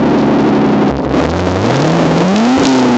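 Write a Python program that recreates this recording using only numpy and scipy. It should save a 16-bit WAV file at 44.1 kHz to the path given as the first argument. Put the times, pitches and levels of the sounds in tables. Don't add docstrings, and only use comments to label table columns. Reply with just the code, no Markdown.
import sys
import numpy as np
from scipy import signal
from scipy.io import wavfile
from scipy.ndimage import uniform_filter1d

SR = 44100
rng = np.random.default_rng(int(sys.argv[2]) if len(sys.argv) > 2 else 0)


def int16_out(signal):
    q = np.round(np.clip(np.atleast_2d(signal).T, -1, 1) * 32767)
    wavfile.write(sys.argv[1], SR, q.astype(np.int16))


N = 130977
T = np.arange(N) / SR

# t/s, f/Hz
FIRING_RATE = [(0, 72.6), (.21, 72.4), (.91, 69.3), (1.06, 66.4), (1.15, 66.3), (1.26, 77.7), (1.4, 91.9),
               (1.47, 89.4), (1.53, 90), (1.6, 99), (1.74, 130.8), (1.9, 162.9), (1.97, 170), (2.03, 164.5),
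               (2.13, 162), (2.18, 168), (2.29, 187.4), (2.51, 254), (2.58, 271), (2.66, 268), (2.97, 240)]
# t/s, overall exhaust level/dB, share of the firing wave/dB
EFFORT = [(0, 29, -10), (.885, 28, -14.5), (.91, 28.5, 8), (.97, 28.5, -2.5), (1.02, 8.5, -17),
          (1.08, 23.5, 1.5), (1.16, 34, -2.5), (1.75, 47.5, -3), (2.1, 41.5, -6), (2.5, 47.5, -3.5),
          (2.97, 39, -7)]
# t/s, level/dB
LOPSIDED = [(0, -7), (1.6, -5.5), (2.2, -9), (2.45, -13.5), (2.6, -24), (2.7, -14), (2.97, -13)]
# t/s, level/dB
ROUGHNESS = [(0, 1), (1.2, -13), (1.9, -7.5), (2.0, 4.5), (2.12, 7.5), (2.2, -2), (2.55, -4.5), (2.68, 2),
             (2.97, 4)]
# multiple of the firing rate, level/dB
BETWEEN_TONES = [(.5, -13), (.875, -24), (1.375, -21), (1.5, -15)]
# t/s, length/s, depth (swing of the firing wave = 1)
MISFIRES = [(1.985, 0.0085, 0.87), (2.094, 0.013, 0.86), (2.575, 0.0057, 2.3), (2.585, .005, 1.2),
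            (2.646, 0.0049, 2.4)]
# t/s, level/dB
RAGGED = [(0, -21.5), (.88, -15), (.94, -18), (1.0, -10.5), (1.1, -11), (1.19, 0.5), (1.24, -12),
          (1.42, -11.5), (1.49, -7), (1.59, -15), (1.7, -4), (1.75, -5), (1.8, -12.5), (1.94, -11.5),
          (2.02, -6), (2.12, -12), (2.17, -2), (2.2, -11), (2.55, -17.5), (2.59, -4), (2.65, -4.5),
          (2.69, -18.5), (2.97, -14)]
# f/Hz, half the bandwidth of each of two filter passes/Hz, level/dB
PIPE = [(68.2, 50, -9), (170.3, 50, -1.5), (267.7, 70, 0), (419.3, 97, -9)]
# delay/s, relative level/dB, starting f/Hz, rise/(Hz per s)
BANG_ROUND = [(.016, -1, 200, 7000), (.021, 0, 200, 8500), (.018, -4.5, 200, 4900)]
# multiple of the firing rate, level/dB
DRONE = [(2, -9), (3, -3.5)]
# t/s, level/dB, decay/s, f/Hz
POPS = [(1.048, 5, .004, 900), (1.116, 19, .001, 1200), (1.145, 23, .002, 1000), (1.2393, 31.5, .001, 1500),
        (1.254, 31, .001, 1200), (1.394, 41, .001, 1200), (1.6618, 36, .001, 1600),
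        (1.742, 38.5, .002, 1200), (1.759, 44, .001, 1800), (1.767, 42, .001, 1800),
        (1.802, 40.5, .001, 2500), (1.821, 40, .001, 2500), (1.844, 42, .0015, 900),
        (1.8564, 36, .001, 2500), (1.877, 39, .001, 2500), (1.913, 26, .001, 1200),
        (1.9187, 37, .0015, 3200), (2.016, 29, .001, 2000), (2.1712, 13, .0015, 2500),
        (2.181, 42, .001, 2500), (2.2056, 32, .001, 2000), (2.282, 36.5, .0015, 1800),
        (2.3612, 41.5, .002, 2000), (2.3807, 40, .001, 4000), (2.4351, 29, .001, 3000),
        (2.452, 42.5, .001, 2000), (2.5009, 26, .001, 3500), (2.5254, 34, .001, 2500),
        (2.5765, 48, 0.00042, 1600), (2.5962, 39.5, .0015, 2500), (2.644, 34, .001, 4000),
        (2.6531, 56, 0.00092, 3000), (2.659, 12, .001, 4000), (2.6695, 49.5, 0.00093, 4500),
        (2.6885, 29, .004, 4500), (2.7354, 25, .003, 4500)]
# t/s, level/dB
CRACKLE = [(0, -32.5), (1.2, -28), (2.1, -39.5), (2.6, -33), (2.69, -19.5), (2.78, -23.5), (2.97, -43)]
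# t/s, level/dB
TREBLE = [(0, -20), (1.08, -28.5), (1.16, -12), (2.97, -6)]

WOBBLE_CYCLES = 0.0062
SCATTER_DB, PUFF_CYCLES = 3, .6
GAS_DB, GAS_HZ = -46.5, 2200
LIMITER_END_S, BANG_S, BANG_DECAY_S = .88, .036, 0.021
BANG_SCATTER = 0.0268
CRACKLE_PER_S, CRACKLE_HZ = 1200, 4200
MIC_DB, SPIKE_DB, SPIKE_HZ = -4, -54, 1770
LOW_CUT_HZ, LOW_CUT_Q, DULL_HZ = 174.4, 0.5, 1190
CEILING, ROLL_OFF_HZ, TOP_HZ = 0.7, 7285, 8800


def undb(db):
    return 10 ** (np.asarray(db) / 20)


def curve(rows, axis=1):
    rows = np.array(rows, float)
    return np.interp(T, rows[:, 0], rows[:, axis])


def unit(x):
    return x / np.std(x)


def band(x, hz, width):
    g = np.tan(np.pi * hz / SR)
    k = width / hz
    top = [g * k, 0, -g * k]
    bottom = [1 + g * k + g * g, 2 * g * g - 2, 1 - g * k + g * g]
    return signal.lfilter(top, bottom, x)


def walk(rate):
    hold = int(SR / rate)
    steps = np.repeat(rng.standard_normal(N // hold + 1), hold)
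    return unit(uniform_filter1d(steps, hold)[:N])


def firing_wave(phase):
    turn = 2 * np.pi * (phase + WOBBLE_CYCLES * walk(120))
    swing = np.cos(turn) + undb(curve(LOPSIDED)) * np.cos(2 * turn)
    rough = sum(undb(db) * np.sin(multiple * turn) for multiple, db in BETWEEN_TONES)
    sag = sum(depth * np.exp(-(2 * (T - at) / length) ** 2) for at, length, depth in MISFIRES)
    return swing + undb(curve(ROUGHNESS)) * rough - sag


def gas(phase):
    size = undb(SCATTER_DB * rng.standard_normal(N))[phase.astype(int)]
    puffs = size * np.exp(-(phase % 1) / PUFF_CYCLES) * rng.standard_normal(N)
    ring = np.zeros(N)
    for hz, width, db in PIPE:
        once = band(puffs, hz, 2 * width)
        ring += undb(db) * band(once, hz, 2 * width)
    hiss = band(puffs, GAS_HZ, 2 * GAS_HZ)
    return undb(curve(RAGGED)) * unit(ring) + undb(GAS_DB) * unit(hiss)


def limiter(phase):
    bangs = np.zeros(N)
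    starts = np.interp(np.arange(0, phase[-1], 2), phase, T)
    starts = starts[starts < LIMITER_END_S]
    chance = rng.standard_normal((len(starts), 2))
    for i, start in enumerate(starts):
        delay, db, hz, rise = BANG_ROUND[i % len(BANG_ROUND)]
        age = np.clip(T - start - delay, 0, BANG_S)
        arch = np.sqrt(np.abs(np.sin(np.pi * age / BANG_S)))
        swell = arch * np.exp(-age / BANG_DECAY_S)
        cycles = (hz * age + rise * age ** 2 / 2) * (1 + BANG_SCATTER * chance[i, 0])
        bangs += 2 * undb(db + chance[i, 1]) * swell * np.sin(2 * np.pi * cycles)
    drone = sum(undb(db) * np.sin(2 * np.pi * multiple * phase) for multiple, db in DRONE)
    fade_out = np.clip((LIMITER_END_S - T) / BANG_S + 1, 0, 1)
    return bangs + drone * fade_out


def pops():
    out = np.zeros(N)
    age = T[:2048]
    for start, db, decay, hz in POPS:
        noise = unit(band(rng.standard_normal(len(age)), hz, hz))
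        burst = undb(db) * np.exp(-age / decay) * noise
        i = int(start * SR)
        out[i:i + len(age)] += burst[:N - i]
    return out


def crackle():
    clicks = (rng.random(N) < CRACKLE_PER_S / SR) * rng.standard_normal(N)
    return undb(curve(CRACKLE)) * unit(band(clicks, CRACKLE_HZ, CRACKLE_HZ / 2))


def scene():
    phase = np.cumsum(curve(FIRING_RATE)) / SR
    firing = undb(curve(EFFORT, axis=2)) * firing_wave(phase)
    exhaust = firing + gas(phase) + limiter(phase) + crackle()
    return (undb(curve(EFFORT)) * exhaust + pops())[None]


def record(dry):
    squared = undb(MIC_DB) * dry / (1 + np.abs(dry))
    w = 2 * np.pi * LOW_CUT_HZ
    low_cut = signal.bilinear([1, 0, 0], [1, w / LOW_CUT_Q, w * w], SR)
    thin = signal.lfilter(*low_cut, squared)
    dull = signal.lfilter(*signal.butter(1, DULL_HZ, fs=SR), thin)
    treble = undb(curve(TREBLE)) * (thin - dull)
    spikes = signal.sosfilt(signal.butter(4, SPIKE_HZ, 'high', fs=SR, output='sos'), dry)
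    mix = dull + treble + undb(SPIKE_DB) * spikes
    capped = mix / (1 + (mix / CEILING) ** 8) ** (1 / 8)
    rolled_off = signal.sosfilt(signal.butter(12, ROLL_OFF_HZ, fs=SR, output="sos"), capped)
    return signal.sosfilt(signal.ellip(10, .2, 80, TOP_HZ, fs=SR, output="sos"), rolled_off)


dry = scene()
out = record(dry)
int16_out(out)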